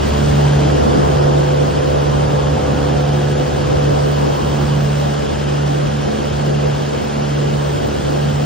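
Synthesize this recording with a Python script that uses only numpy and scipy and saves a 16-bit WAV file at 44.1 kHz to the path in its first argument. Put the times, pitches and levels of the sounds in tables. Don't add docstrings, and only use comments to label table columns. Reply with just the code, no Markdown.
import sys
import numpy as np
from scipy import signal
from scipy.io import wavfile
from scipy.ndimage import uniform_filter1d

SR = 44100
rng = np.random.default_rng(int(sys.argv[2]) if len(sys.argv) > 2 else 0)


def unload_audio(sound):
    columns = np.transpose(np.atleast_2d(sound))
    steps = np.round(np.clip(columns, -1, 1) * 32767)
    wavfile.write(sys.argv[1], SR, steps.astype(np.int16))


def nominal_scale(level):
    x = np.asarray(level, float) / 20
    return 10 ** x


N = 372644
T = np.arange(N) / SR
STEP = 128
SLOW = T[::STEP]


def evened(x):
    return x / np.sqrt(np.mean(x ** 2) + 1e-20)


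def column(rows, at, axis, log=False):
    x, y = np.transpose(rows)[[0, axis]]
    if log:
        return np.interp(np.log(at + 1), np.log(x + 1), y)
    return np.interp(at, x, y)


def fast(control):
    return np.interp(T, SLOW, control)


def swing(db):
    return fast(nominal_scale(db))


def ports(mid_side):
    mid, side = mid_side
    return np.array([mid + side, mid - side])


def drift(top_hz, count):
    hz = np.geomspace(top_hz / 20, top_hz, 16)[:, None]
    rows = []
    for phase in rng.random((count, 16)):
        sines = np.sin(2 * np.pi * (hz * SLOW + phase[:, None]))
        rows.append(evened((sines / np.sqrt(hz)).sum(0)))
    return rows


def rush(colour, patchy_db, wide, long, size=1024):
    hop, hz = size // 2, np.fft.rfftfreq(size, 1 / SR)
    a, b, c, d, patches = rng.standard_normal((N // hop + 3, len(hz), 5)).T
    patches = uniform_filter1d(patches, int(wide), axis=0)
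    patches = evened(uniform_filter1d(patches, int(long), axis=1))
    share = 0
    if len(colour[0]) > 3:
        share = np.clip(column(colour, hz, axis=3, log=True), -.95, .95)[:, None]
    mid = a + 1j * b
    side = 1j * share * mid + np.sqrt(1 - share ** 2) * (c + 1j * d)
    density_db = [column(colour, hz, axis=k, log=True) for k in (1, 2)]
    level = nominal_scale(density_db)[:, :, None] * np.sqrt(SR / size / 2)
    z = np.array([mid, side]) * level * nominal_scale(patchy_db * patches)
    return signal.istft(z, SR, window="cosine", nperseg=size, noverlap=hop)[1][:, :N]


def heard(layer):
    # (time [s], turn from bow 0 to abeam 1 [-], openness to the stern [dB])
    holding = [(0, 0, 0.5), (.6, 0.42, 1.5), (.9, 0.92, 2), (1.5, 1, .5), (2.3, 0.92, -0.5),
               (3, 0.88, -0.5), (3.8, 0.78, -0.5), (4.5, 0.38, -1.5), (5.2, .2, -2.5), (6, 0.29, -3),
               (6.8, 0.077, -3.5), (7.6, 0.27, -3.5), (8.45, 0.1, -3.5)]
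    rest_db, turn_db, share = layer
    turn, openness_db = column(holding, SLOW, axis=1), column(holding, SLOW, axis=2)
    return rest_db + turn_db * turn + share * openness_db


def gusting(axis):
    # (centre [s], length [s], mid level [dB], side level [dB])
    gusts = [(.6, 0.19, 2.5, -1.5), (.95, .35, 1, 2), (2.6, 0.54, 2.5, -1.5), (3.2, 0.78, -0.5, -3.5),
             (4.3, 0.43, 0.5, 1.5), (4.65, 0.38, 2, -1), (7.9, 0.81, 1.5, 1.2)]
    return sum(g[axis] * np.exp(-(2 * (SLOW - g[0]) / g[1]) ** 2) for g in gusts)


def roar(passes):
    # (frequency [Hz], mid density [dB per Hz], side density [dB per Hz])
    roar_colour = [(22, -91, -100.5), (35, -73.5, -79), (60, -47.5, -57), (122, -47.5, -52),
                   (180, -48, -50.5), (314, -51, -49), (440, -51.5, -44), (717, -56.5, -48.5),
                   (1058, -62, -56.5), (1440, -67.5, -64), (1960, -100, -88)]
    # (level at rest [dB], change for a full turn [dB], share of openness [-])
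    mid_layer = (.5, 0.7, 0.98)
    side_layer = (-0.39, 2.5, 0.78)
    mid, side = rush(roar_colour, patchy_db=1.6, wide=14, long=3, size=2048)
    chop = 1 + 0.021 * np.cos(2 * np.pi * passes + 3.1)
    mid = mid * swing(heard(mid_layer) + gusting(axis=2)) * chop
    side = side * swing(heard(side_layer) + gusting(axis=3))
    return ports([mid, side])


def hiss_swells():
    # (start [s], length [s], level over calm [dB])
    swells = [
        (-.2, .65, 6.5),
        (3.1, .25, 3),
        (3.95, 1.22, 7.5),
        (6, .3, 3.5),
        (7.5, 1.2, 9),
    ]
    calm_db, calming_db_per_s, edge_s = -3, -.4, .18
    level_db = calm_db + calming_db_per_s * SLOW
    for start, long, db in swells:
        inside_s = np.minimum(SLOW - start, start + long - SLOW)
        level_db = level_db + db * np.clip(.5 + inside_s / edge_s, 0, 1)
    return level_db


def fine_hiss():
    # (frequency [Hz], mid density [dB per Hz], side density [dB per Hz])
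    hiss_colour = [(6250, -105, -110), (8610, -89, -100), (10130, -110, -100), (13000, -110, -96),
                   (14500, -93.5, -100), (15500, -92.5, -100), (16500, -91, -100)]
    return ports(rush(hiss_colour, patchy_db=5.0, wide=15, long=2.5) * swing(hiss_swells()))


def drops():
    # (time [s], level [dB])
    ticks = [
        (6.467, -36),
        (7.048, -32),
    ]
    ping_hz, ping_s = 14500, .00025
    out = 0
    for s, db in ticks:
        out = out + nominal_scale(db) * np.exp(-((T - s) / ping_s) ** 2) * np.sin(2 * np.pi * ping_hz * (T - s))
    return out


def swish(passes):
    # (frequency [Hz], mid density [dB per Hz], side density [dB per Hz],
    # share of side that is mid turned a quarter cycle [-])
    swish_colour = [(500, -81.5, -75.5, 0), (1080, -70.5, -70.5, 0.16), (1560, -64, -72, 0.44),
                    (2275, -69.5, -73, .4), (3100, -65, -70.5, 0.96), (3820, -71, -77.5, .4),
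                    (4900, -71.5, -75.5, .1), (6040, -76, -76, .5), (7500, -79.5, -77, 0.36),
                    (8740, -84.5, -77, 0.96), (9470, -94.5, -80, -0.32), (13200, -95, -86.5, -.2),
                    (15000, -92.5, -87.5, -.4), (16500, -85, -90, -.4)]
    # (level at rest [dB], change for a full turn [dB], share of openness [-])
    tips = (1.85, -2.07, 0.64)
    sweep = 1 + 0.08 * np.cos(2 * np.pi * passes + 1.5) + 0.03 * np.cos(4 * np.pi * passes + 1.2)
    return ports(rush(swish_colour, patchy_db=0.92, wide=12, long=2.5) * sweep * swing(heard(tips)))


def blades(passes):
    orders = [3, 6, 9, 12, 15, 18, 21, 24, 27, 30, 33, 36, 48, 53, 54, 56, 57, 60, 62, 63, 66, 68, 69, 70,
              72]
    # (left level [dB], right level [dB], left lead [rad])
    lines = [(-.3, .7, -.1), (2, 4, -.2), (-33.5, -30.5, 0), (-39, -36, .2), (-43, -34, .1),
             (-43, -35.5, 0), (-35.5, -25.5, 0), (-42, -35.5, .6), (-45, -40, 3.5), (-46, -38.5, 1.3),
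             (-47, -43, 1.2), (-51, -48, 2.3), (-48, -47, 2.6), (-53, -48, 1.3), (-53, -52, 1.1),
             (-57, -54, 2.1), (-56, -52.5, .3), (-56, -51.5, .8), (-56, -49, .9), (-55, -52.5, .6),
             (-55, -47.5, .1), (-58, -54.5, .5), (-53, -50.5, .5), (-58, -56, .4), (-58, -53, .9)]
    # (level at rest [dB], change for a full turn [dB], share of openness [-])
    blade_pass = (-25, -2, 2)
    second = (-26, -5.8, 0.74)
    third = (5.26, -10.5, 0.61)
    seventh = (-12.5, 14.1, -0.35)
    overtones = (-1.4, 3.1, .6)
    groups = {3: blade_pass, 6: second, 9: third, 21: seventh}

    out = np.zeros((2, N))
    flutter, (jitter,) = drift(7.0, count=7), drift(4.0, count=1)
    late = 0.3284 + fast(.015 * jitter)
    for k, (order, (left_db, right_db, lead)) in enumerate(zip(orders, lines)):
        group_db = heard(groups.get(order, overtones)) * (.3 if order > 34 else 1)
        flutter_db = .8 if order in (3, 6, 21) else 2.8
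        gain = np.sqrt(2) * swing(group_db + flutter_db * flutter[k % 7])
        turns = passes
        start = 0
        if order == 3:
            start = np.pi / 2
        elif order > 7:
            turns = passes + late - .183
            start = 1
        angle = 2 * np.pi * order / 3 * turns + start
        angle = angle + 0.00388 * order ** 2
        out[0] += nominal_scale(left_db) * gain * np.cos(angle + lead)
        out[1] += nominal_scale(right_db) * gain * np.cos(angle)
    return out


def engine(firings):
    # (level at rest [dB], change for a full turn [dB], share of openness [-])
    firing = (-18.5, -0.41, 1.08)
    firing_start, hull_hz, hull_db = .377, 230.1, -42
    tone_db = heard(firing) + .5 * drift(1.7, count=1)[0]
    tone = swing(tone_db) * np.cos(2 * np.pi * (firings + firing_start))
    hum_db = hull_db + 4.7 * drift(1.3, count=1)[0]
    hum = swing(hum_db) * np.cos(2 * np.pi * hull_hz * T)
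    return np.sqrt(2) * (tone * nominal_scale([[-.7], [.7]]) + hum * [[-.7], [1]])


def scene():
    # (time [s], firing rate [Hz])
    throttle = [
        (0, 143.567),
        (5.5, 143.567),
        (5.7, 143.72),
        (8.45, 143.72),
    ]
    gear, blade_start = .50399, -.095
    firings = np.cumsum(column(throttle, T, axis=1)) / SR
    passes = gear * firings + blade_start
    return roar(passes) + fine_hiss() + drops() + swish(passes) + blades(passes) + engine(firings)


def thinned(x):
    margin_db, waver_db, step_db, eased = -6.9, 1.6, -7.4, .17
    low_hz, edge_hz = 7500, 15760
    frame = dict(window="cosine", nperseg=2048, noverlap=1024)
    x = np.pad(x, [(0, 0), (0, 2048)], "reflect")
    hz, t, z = signal.stft([x[0] + x[1], x[0] - x[1]], SR, **frame)
    mid, side = (abs(z[:, :1024]) ** 2).reshape(2, 32, 32, -1).mean(2)
    band = np.minimum(np.arange(1025) // 32, 31)

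    waver = waver_db * rng.standard_normal(len(t))
    threshold = nominal_scale(2 * waver - 2 * eased * np.interp(t, SLOW, hiss_swells()))

    margin_db = margin_db + 2.2 * (np.arange(32) > 18)[:, None]
    ample = mid > nominal_scale(2 * margin_db) * threshold * uniform_filter1d(side, size=9, axis=1)
    kept = ample[band] | (hz < low_hz)[:, None]

    louder = uniform_filter1d(np.maximum(mid, side), size=5, axis=1)[band]
    raised = 1.4 * np.exp(-((hz - 12000) / 1800) ** 2)
    raised = raised + 3.5 * np.exp(-((hz - 12900) / 350) ** 2)
    floor = nominal_scale(2 * step_db) * threshold * louder * (1 + raised)[:, None]
    strong = (abs(z) ** 2 > floor) | (hz < 2080)[:, None]

    z = z * strong * np.array([kept, np.ones_like(kept)]) * (hz < edge_hz)[:, None] / 2
    return ports(signal.istft(z, SR, **frame)[1][:, :N])


def roll_off(x):
    return signal.sosfilt(signal.butter(12, 17100, fs=SR, output="sos"), x)


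def record(dry):
    mix = thinned(1.6 * np.tanh(dry / 1.568))
    return roll_off(mix)


dry = scene()
out = record(dry)
unload_audio(out)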